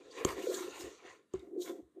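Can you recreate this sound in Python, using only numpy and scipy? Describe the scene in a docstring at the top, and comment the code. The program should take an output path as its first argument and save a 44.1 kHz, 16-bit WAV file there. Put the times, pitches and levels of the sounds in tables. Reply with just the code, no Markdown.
"""In a garage, a rider in a nylon jacket rocks a parked motorcycle to and fro.
The jacket swishes and cloth scuffs on the seat: both are random clicks shaped into coloured noise.
Creases snap as short noise bursts, and taut folds whistle as narrow bands of noise.
Fuel gurgles in the hollow tank: random laps ring its air, and single glugs are rising tones.
A loose part knocks twice and the weight thuds into the suspension, both as dying tones."""
import sys
import numpy as np
from scipy import signal
from scipy.io import wavfile

SR = 44100
rng = np.random.default_rng(int(sys.argv[2]) if len(sys.argv) > 2 else 0)


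def generate_wav(sig):
    """Save sig (samples, or channels by samples) to the path in sys.argv[1] as 16-bit PCM at SR."""
    pcm = np.round(np.clip(np.atleast_2d(sig).T, -1, 1) * 32767).astype(np.int16)
    wavfile.write(sys.argv[1], SR, pcm)


def gain_from_decibels(decibels):
    """Convert decibel values to linear amplitude factors."""
    exponent = np.asarray(decibels, float) / 20
    return 10 ** exponent


N = 88200
TIME = np.arange(N) / SR   # s

# still air, relative spectrum: pitch_hz, level_db
AIR_SPECTRUM = [(35, -48.5), (60, -12), (367, 6), (846, -21.5), (1070, -8.5), (1550, -16), (1860, -12),
                (2240, -27.5), (3830, -18.5), (4500, -31), (8620, -21.5), (15400, -36.5)]
AIR_DB = -76.5

# garage reflections
ROOM_T60_S, ROOM_DB, WALL_CUT_HZ = 0.22, -17.5, 2500

# thuds into the suspension: start_s, level_db (before THUD_DB)
THUDS = [(.251, -24), (0.328, -30.5), (0.722, -48), (0.834, -30.5), (1.348, -25), (1.822, -40)]
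# ringing tones of the frame: pitch_hz, level_db (relative), t60_s
FRAME_TONES = [(66.7, -2, 0.33), (97.2, 7, 0.067), (46, -19, 0.16)]
THUD_DB, THUD_RISE_S = -19.5, 0.008

# knocks of the loose part: start_s, tick_db, body_db, body_time_scale (a factor), side_tones_db
KNOCKS = [(0.2491, -20, -17, 0.24, -1.7), (1.337, -45.5, -24.5, 0.59, -9)]
# bright tick of a knock: pitch_hz, level_db (relative), t60_s
TICK_TONES = [(1088, -6, 0.023), (3170, -8, 0.0086), (4470, -13, .01), (6600, 0, .012), (7380, -11, 0.028),
              (8450, -43.5, .01), (12240, -22, 0.017)]
# hollow body of a knock: pitch_hz, level_db (relative), t60_s (before body_time_scale)
BODY_TONES = [(372, -1.5, 0.18), (310, -14.5, 0.16), (250, -2.5, 0.054), (165, -20, 0.24),
              (720, -10.5, 0.059), (1090, -8.5, 0.054)]
SIDE_TICK_HZ = 8200   # tick tones above this also take side_tones_db
BODY_LAG_S, BODY_RISE_S = 0.0024, 0.0018   # the rise is before body_time_scale
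CRACK_DB, CRACK_T60_S = -12.5, 0.024

# sparse crinkles mixed into the slips of jacket and seat
CRINKLES_PER_S, CRINKLE_SPREAD_DB, CRINKLE_DB = 300, 3.5, -10.0

# cloth scuffing on the seat: start_s, level_db (before SCUFF_DB)
SCUFF = [(0.0, -60.5), (0.034, -71.5), (0.162, -54), (0.188, -44), (0.238, -50.5), (0.27, -46.5),
         (0.304, -36), (0.354, -54.5), (0.384, -48), (0.51, -58.5), (0.524, -51.5), (0.554, -55.5),
         (0.58, -47.5), (0.728, -53.5), (0.81, -48), (0.974, -67), (1.088, -55.5), (1.294, -85),
         (1.325, -72.5), (1.36, -55.5), (1.368, -65), (1.5, -79.5), (1.522, -106), (1.562, -83.5),
         (1.632, -73), (1.662, -55), (1.702, -51), (1.73, -70), (1.79, -73), (1.862, -102), (1.97, -89.5),
         (2.0, -90)]
# colour of the scuff, relative spectrum: pitch_hz, level_db
SEAT_SPECTRUM = [(290, -41.5), (500, -6), (593, -12.5), (809, -13.5), (1030, -13), (1180, -10),
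                 (1680, -15.5), (1840, -10), (2370, -15.5), (3870, -21.5), (4970, -42.5), (5500, -40.5),
                 (7150, -49), (12100, -120)]
# narrow resonances of the rubbed panels: pitch_hz, width_hz, level_db (relative to the scuff)
PANELS = [(1043, 47, -9), (1334, 210, -20), (1776, 27, -16.5), (2170, 72, -27.5), (2804, 90, -18),
          (3340, 100, -29.5), (4600, 120, -17), (8150, 200, -32)]
SEAT_GRAINS_PER_S, SEAT_GRAIN_SPREAD_DB, SCUFF_DB = 4000, 2.5, -2.5
RUMBLE_DB, RUMBLE_TOP_HZ = -24.5, 150   # level relative to the scuff

# sharp folds snapping: start_s, level_db (before SNAP_DB and the band filter)
SNAPS = [(0.2902, -18), (0.3014, -31), (0.4603, -30), (0.5437, -41), (0.808, -26), (1.3948, -40.5)]
SNAP_T60_S, SNAP_DB, SNAP_LOW_HZ, SNAP_HIGH_HZ = 0.0061, -13.5, 900, 8000

# nylon sliding on nylon: start_s, level_db, sheen_db (finest slips, relative to level_db)
SWISH = [(0.0, -77.5, -35), (0.08, -70.5, -22), (0.108, -63, -38), (0.196, -57.5, -9), (0.238, -76, 9),
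         (0.268, -54.5, -3), (0.29, -57, 3), (0.326, -54.5, -5), (0.356, -64.5, -4.5), (0.426, -55.5, -5),
         (0.508, -52.5, -6.5), (0.538, -57, 8), (0.544, -44.5, -9), (0.608, -54.5, -1), (0.722, -62, -11),
         (0.812, -51, -5), (0.822, -59, -1), (0.906, -65, -11), (1.046, -72, -27), (1.068, -66, -31),
         (1.15, -73.5, -11), (1.272, -100.5, -17), (1.325, -87, -13), (1.348, -67, -34),
         (1.406, -75.5, -10), (1.52, -103, 13), (1.572, -89, 1), (1.62, -53, -3.5), (1.658, -57.5, 1),
         (1.89, -103, -1.5), (1.994, -103, 0.5), (2.0, -104, -17)]
# colour of the nylon, relative spectrum: pitch_hz, level_db
NYLON_SPECTRUM = [(1710, -39.5), (2900, -2.5), (3080, -7.5), (3360, 2.5), (3800, 7.5), (4710, 1.5),
                  (5030, -27.5), (5430, 1), (6590, 4), (7150, 4), (7750, -4), (9030, -8.5), (9800, -34),
                  (12700, -39.5), (21600, -120)]
# colour of the finest slips, relative spectrum: pitch_hz, level_db
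SHEEN_SPECTRUM = [(5290, -17.5), (9000, -9), (9850, -18.5), (11900, -13), (12900, -4), (13800, -16),
                  (14700, -10.5), (15400, -6.5)]
NYLON_GRAINS_PER_S, NYLON_GRAIN_SPREAD_DB = 9000, 2.5
# short whistles of a taut fold: start_s, level_db (before WHISTLE_DB), pitch_hz, rise_s
WHISTLES = [(0.108, -45.5, 4600, 0.0076), (0.413, -36, 2750, 0.0077), (.543, -30, 7210, 0.0032),
            (.565, -34, 6600, 0.0083), (0.805, -40.5, 5200, 0.0077), (1.393, -52, 3700, 0.0041),
            (1.606, -46.5, 3930, 0.015), (1.619, -39, 3830, 0.0035), (1.61, -48.5, 7100, 0.023)]
WHISTLE_WIDTH_HZ, WHISTLE_DB = 180, -14

# fuel moving in the tank: start_s, level_db (before SLOSH_DB), cavity_pitch_hz
SLOSH = [(0.0, -54.5, 460), (0.148, -54, 454), (0.19, -43.5, 437), (0.23, -45, 470), (0.238, -51.5, 463),
         (0.285, -41.5, 473), (0.363, -43, 384), (0.403, -35, 364), (0.501, -57, 440), (0.583, -39.5, 350),
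         (0.605, -48.5, 344), (0.695, -46, 363), (0.751, -56.5, 400), (0.855, -44.5, 387),
         (1.003, -69, 466), (1.049, -52.5, 370), (1.107, -66.5, 400), (1.177, -62.5, 420),
         (1.243, -72, 352.6), (1.315, -99.5, 325), (1.325, -69, 344), (1.39, -56, 357), (1.408, -69, 357),
         (1.428, -50.5, 354), (1.466, -53, 355), (1.584, -45, 361), (1.65, -46.5, 359), (1.718, -41, 367),
         (1.77, -49.5, 375), (1.798, -45, 352), (1.848, -70, 353), (1.882, -69.5, 465), (1.894, -85, 468),
         (1.928, -79, 348), (1.974, -50, 369), (2.0, -54, 369)]
# fixed side resonances of the tank: pitch_hz, width_hz (of one pass), level_db (relative to the cavity)
TANK = [(310, 78.5, -5.5), (524.6, 24, -12), (692.7, 66, -18), (185, 40, -20)]
LAPS_PER_S, LAP_SPREAD_DB, CAVITY_WIDTH_HZ, SLOSH_DB = 260, 1, 111, -2.0
# single glugs: start_s, level_db (before GLUG_DB), starting_pitch_hz, t60_s
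GLUGS = [(0.438, -24, 367.6, 0.075), (.469, -15, 474, 0.038), (.482, -25.5, 360, 0.11),
         (.494, -20, 448, 0.06), (.502, -20, 493, 0.049), (.512, -24, 358.5, 0.078),
         (.519, -33.5, 636, 0.059), (.537, -21, 372, 0.045), (.604, -27.5, 349, 0.1),
         (0.64, -31, 349.4, 0.12), (.678, -32.5, 422, 0.059), (.794, -40, 328, 0.1), (.84, -35, 365, 0.095),
         (0.872, -29, 387, 0.047), (1.033, -46, 395, .05), (1.423, -49, 359, 0.078),
         (1.528, -33, 364.6, 0.16), (1.562, -25.5, 423, 0.059), (1.574, -22, 346, 0.082),
         (1.594, -27.5, 355, 0.088), (1.698, -31.5, 390, 0.049), (1.735, -36, 356, 0.069),
         (1.789, -37, 338, 0.05), (1.946, -55.5, 310, .06), (1.972, -37.5, 347, 0.053)]
GLUG_RISE_S, GLUG_DB = 0.0021, -1.5
GLUG_CLIMB = 1.3   # the phase runs ahead by this share per second
TANK_LOW_HZ = 240

MIC_LOW_HZ, MIC_TOP_HZ = 46, 15700


def rms_one(x):
    """Scale a sound to an average strength (rms) of 1."""
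    return x / np.sqrt(np.mean(x ** 2) + 1e-20)


def in_time(rows):
    """Draw straight lines between the rows of a table, giving each column one value a sample."""
    s, *columns = np.transpose(rows)
    return [np.interp(TIME, s, c) for c in columns]


def drift(rate_hz):
    """Slow random wandering with spread 1, made at every 40th sample and joined by lines."""
    r = np.exp(-80 * np.pi * rate_hz / SR)
    noise = rng.standard_normal(N // 40 + 2002)
    slow = signal.lfilter([1], [1, -2 * r, r * r], noise)[2000:]   # skip the filter's start
    return np.interp(np.arange(N) / 40, np.arange(len(slow)), rms_one(slow))


def since(start_s):
    """Seconds since a start, held at 0 before it."""
    return np.maximum(TIME - start_s, 0)


def ring(start_s, db, hz, t60):
    """A struck object's tone: a sine that loses 60 dB in t60 seconds."""
    t = since(start_s)
    return gain_from_decibels(db - 60 * t / t60) * np.sin(2 * np.pi * hz * t)


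def resonance(x, hz, width_hz):
    """A hollow or panel that favours one pitch: two poles, with gain 1 at the top."""
    r = np.exp(-np.pi * width_hz / SR)
    poles = [1, -2 * r * np.cos(2 * np.pi * hz / SR), r * r]
    return signal.lfilter(np.array([1, 0, -1]) * (1 - r * r) / 2, poles, x)


def grains(per_s, spread_db):
    """Tiny contacts: random clicks of uneven size and sign."""
    hits = rng.random(N) < per_s / SR
    sizes = gain_from_decibels(spread_db * np.minimum(rng.exponential(1, N), 5))
    return hits * sizes * rng.choice([-1, 1], N)


def bursts(events, t60):
    """Noise that starts at once and dies away, at each (start_s, level_db)."""
    level = sum((TIME >= s) * gain_from_decibels(db - 60 * since(s) / t60) for s, db in events)
    return rng.standard_normal(N) * level


def cloth_slips(per_s, spread_db):
    """Two sources of dense slips of the weave, sharing the same sparse crinkles."""
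    crinkles = gain_from_decibels(CRINKLE_DB) * rms_one(grains(CRINKLES_PER_S, CRINKLE_SPREAD_DB))
    return [rms_one(grains(per_s, spread_db)) + crinkles for _ in range(2)]


def coloured(sources, spectrum, patchy_db):
    """Sixth-octave bands taken in turn from two sources, each with its level and flicker; rms 1."""
    hz_points, db_points = np.transpose(spectrum)
    edges = 25 * 2 ** (np.arange(57) / 6)
    out, together = 0, drift(17)
    for k, (low, high) in enumerate(zip(edges, edges[1:])):
        middle = np.log(low * high) / 2
        level = np.interp(middle, np.log(hz_points), db_points, left=-200, right=-200)
        sos = signal.butter(2, [low, high], "band", fs=SR, output="sos")
        band = signal.sosfilt(sos, sources[k % 2])
        flicker = patchy_db * (0.71 * together + drift(5.04))
        out = out + gain_from_decibels(level + flicker) * band
    return rms_one(out)


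def still_air():
    """Faint steady noise of the air, coloured band by band."""
    return gain_from_decibels(AIR_DB) * coloured(rng.standard_normal((2, N)), AIR_SPECTRUM, patchy_db=0.7)


def garage(x):
    """Reflections off the walls: eight feedback delays, duller on every round."""
    out, dull = np.zeros(N), np.exp(-2 * np.pi * WALL_CUT_HZ / SR)
    lags = (np.geomspace(0.013, 0.041, 8) * SR).astype(int)   # delays in samples
    for k, lag in enumerate(lags):
        loop, state = x.copy(), [0.]
        gain = gain_from_decibels(-60 * lag / SR / ROOM_T60_S)
        for i in range(lag, N, lag):
            back, state = signal.lfilter([gain * (1 - dull)], [1, -dull], loop[i - lag:i], zi=state)
            loop[i:i + lag] += back[:N - i]
        out += (loop - x) * (-1) ** k   # reflections only, with alternating sign
    return out


def thuds():
    """Each shift of weight into the suspension makes low frame tones swell and die."""
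    out = 0
    for s, db in THUDS:
        swell = 1 - np.exp(-since(s) / THUD_RISE_S)
        for hz, tone_db, t60 in FRAME_TONES:
            out = out + swell * ring(s, db + tone_db + THUD_DB, hz, t60)
    return out


def knocks():
    """A bright tick with a rough crack, then the hollow body swells to a softer contact."""
    tick, body = 0, 0
    for s, tick_db, body_db, scale, side_db in KNOCKS:
        for hz, db, t60 in TICK_TONES:
            tick = tick + ring(s, tick_db + db + side_db * (hz > SIDE_TICK_HZ), hz, t60)
        body_start = s + BODY_LAG_S
        swell = 1 - np.exp(-since(body_start) / (BODY_RISE_S * scale))
        for m, (hz, db, t60) in enumerate(BODY_TONES):
            tone_db = body_db + db + side_db * (m > 0)   # the first tone is the main one
            body = body + swell * ring(body_start, tone_db, hz, t60 * scale)
    rough = bursts([(s, db + CRACK_DB + 12) for s, db, *_ in KNOCKS], CRACK_T60_S)
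    crack = sum(gain_from_decibels(db) * resonance(rough, hz, 550.0) for hz, db, _ in TICK_TONES)
    return tick + crack + body


def seat():
    """Coarser slips on the seat cover ring the panels, with a low rumble through the frame."""
    slips = cloth_slips(SEAT_GRAINS_PER_S, SEAT_GRAIN_SPREAD_DB)
    panels = 0
    for hz, width_hz, db in PANELS:
        panels = panels + gain_from_decibels(db + 1.1 * drift(10)) * rms_one(resonance(slips[0], hz, width_hz))
    low_band = signal.butter(2, [40, RUMBLE_TOP_HZ], "band", fs=SR, output="sos")
    low = signal.sosfilt(low_band, rng.standard_normal(N))
    rumble = gain_from_decibels(RUMBLE_DB + 4.5 * drift(10)) * rms_one(low)
    scuff = coloured(slips, SEAT_SPECTRUM, patchy_db=3.78)
    return gain_from_decibels(in_time(SCUFF)[0] + SCUFF_DB) * (scuff + panels + rumble)


def folds():
    """Stiff creases of the jacket snap over: short bursts of noise in a middle band."""
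    band = signal.butter(2, [SNAP_LOW_HZ, SNAP_HIGH_HZ], "band", fs=SR, output="sos")
    return gain_from_decibels(SNAP_DB) * signal.sosfilt(band, bursts(SNAPS, SNAP_T60_S))


def whistles():
    """A taut fold whistles briefly: narrow noise that rises and falls."""
    out = 0
    for s, db, hz, rise_s in WHISTLES:
        u = since(s) / rise_s
        swell = u * np.exp(1 - u)   # reaches 1 after rise_s
        tone = rms_one(resonance(rng.standard_normal(N), hz, WHISTLE_WIDTH_HZ))
        out = out + gain_from_decibels(db + WHISTLE_DB) * swell * tone
    return out


def jacket():
    """Dense slips of the weave under the stroke, with sparse crinkles and a changing sheen."""
    level_db, sheen_db = in_time(SWISH)
    slips = cloth_slips(NYLON_GRAINS_PER_S, NYLON_GRAIN_SPREAD_DB)
    sheen = coloured(slips, SHEEN_SPECTRUM, patchy_db=1.0)
    nylon = coloured(slips, NYLON_SPECTRUM, patchy_db=2.8)
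    return gain_from_decibels(level_db) * (nylon + gain_from_decibels(sheen_db) * sheen)


def slosh():
    """Soft laps ring the air cavity, whose pitch shifts with the fuel, and the fixed tank resonances."""
    level_db, cavity_hz = in_time(SLOSH)
    laps = grains(LAPS_PER_S, LAP_SPREAD_DB)
    r = np.exp(-np.pi * CAVITY_WIDTH_HZ / SR)
    # shift the cavity pitch down to zero, smooth there, then shift back up
    turn = np.exp(2j * np.pi * np.cumsum(cavity_hz) / SR)
    smooth = signal.lfilter([1], [1, -2 * r, r * r], laps / turn)
    cavity = rms_one((smooth * turn).real)
    sides = 0
    for hz, width_hz, db in TANK:
        once = resonance(grains(LAPS_PER_S, LAP_SPREAD_DB), hz, width_hz)
        sides = sides + gain_from_decibels(db) * rms_one(resonance(once, hz, width_hz))
    return gain_from_decibels(level_db + SLOSH_DB) * rms_one(cavity + sides)


def glugs():
    """Each glug is a softly started tone that climbs in pitch as it dies."""
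    out = 0
    for s, db, hz, t60 in GLUGS:
        t = since(s)
        level = gain_from_decibels(db + GLUG_DB - 60 * t / t60) * (1 - np.exp(-t / GLUG_RISE_S)) ** 2
        out = out + level * np.sin(2 * np.pi * hz * t * (1 + GLUG_CLIMB * t))
    return out


def fuel():
    """Laps and glugs in the hollow tank, with the bass taken off."""
    low_cut = signal.butter(3, TANK_LOW_HZ, "high", fs=SR, output="sos")
    return signal.sosfilt(low_cut, slosh() + glugs())


def scene():
    """All sources, their reflections and the still air."""
    near = thuds() + knocks() + seat() + folds() + whistles() + jacket() + fuel()
    return (near + gain_from_decibels(ROOM_DB) * garage(near) + still_air())[None]


def band_limit(x):
    """A steep low-pass at the top of the band."""
    return signal.sosfilt(signal.butter(12, 15550, fs=SR, output="sos"), x)


def record(dry):
    """The microphone drops the deepest bass and the very top."""
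    low_cut = signal.butter(2, MIC_LOW_HZ, "high", fs=SR, output="sos")
    top_cut = signal.cheby2(10, 50, MIC_TOP_HZ, fs=SR, output="sos")
    mix = signal.sosfilt(np.vstack([low_cut, top_cut]), dry)
    return band_limit(mix)


dry = scene()
out = record(dry)
generate_wav(out)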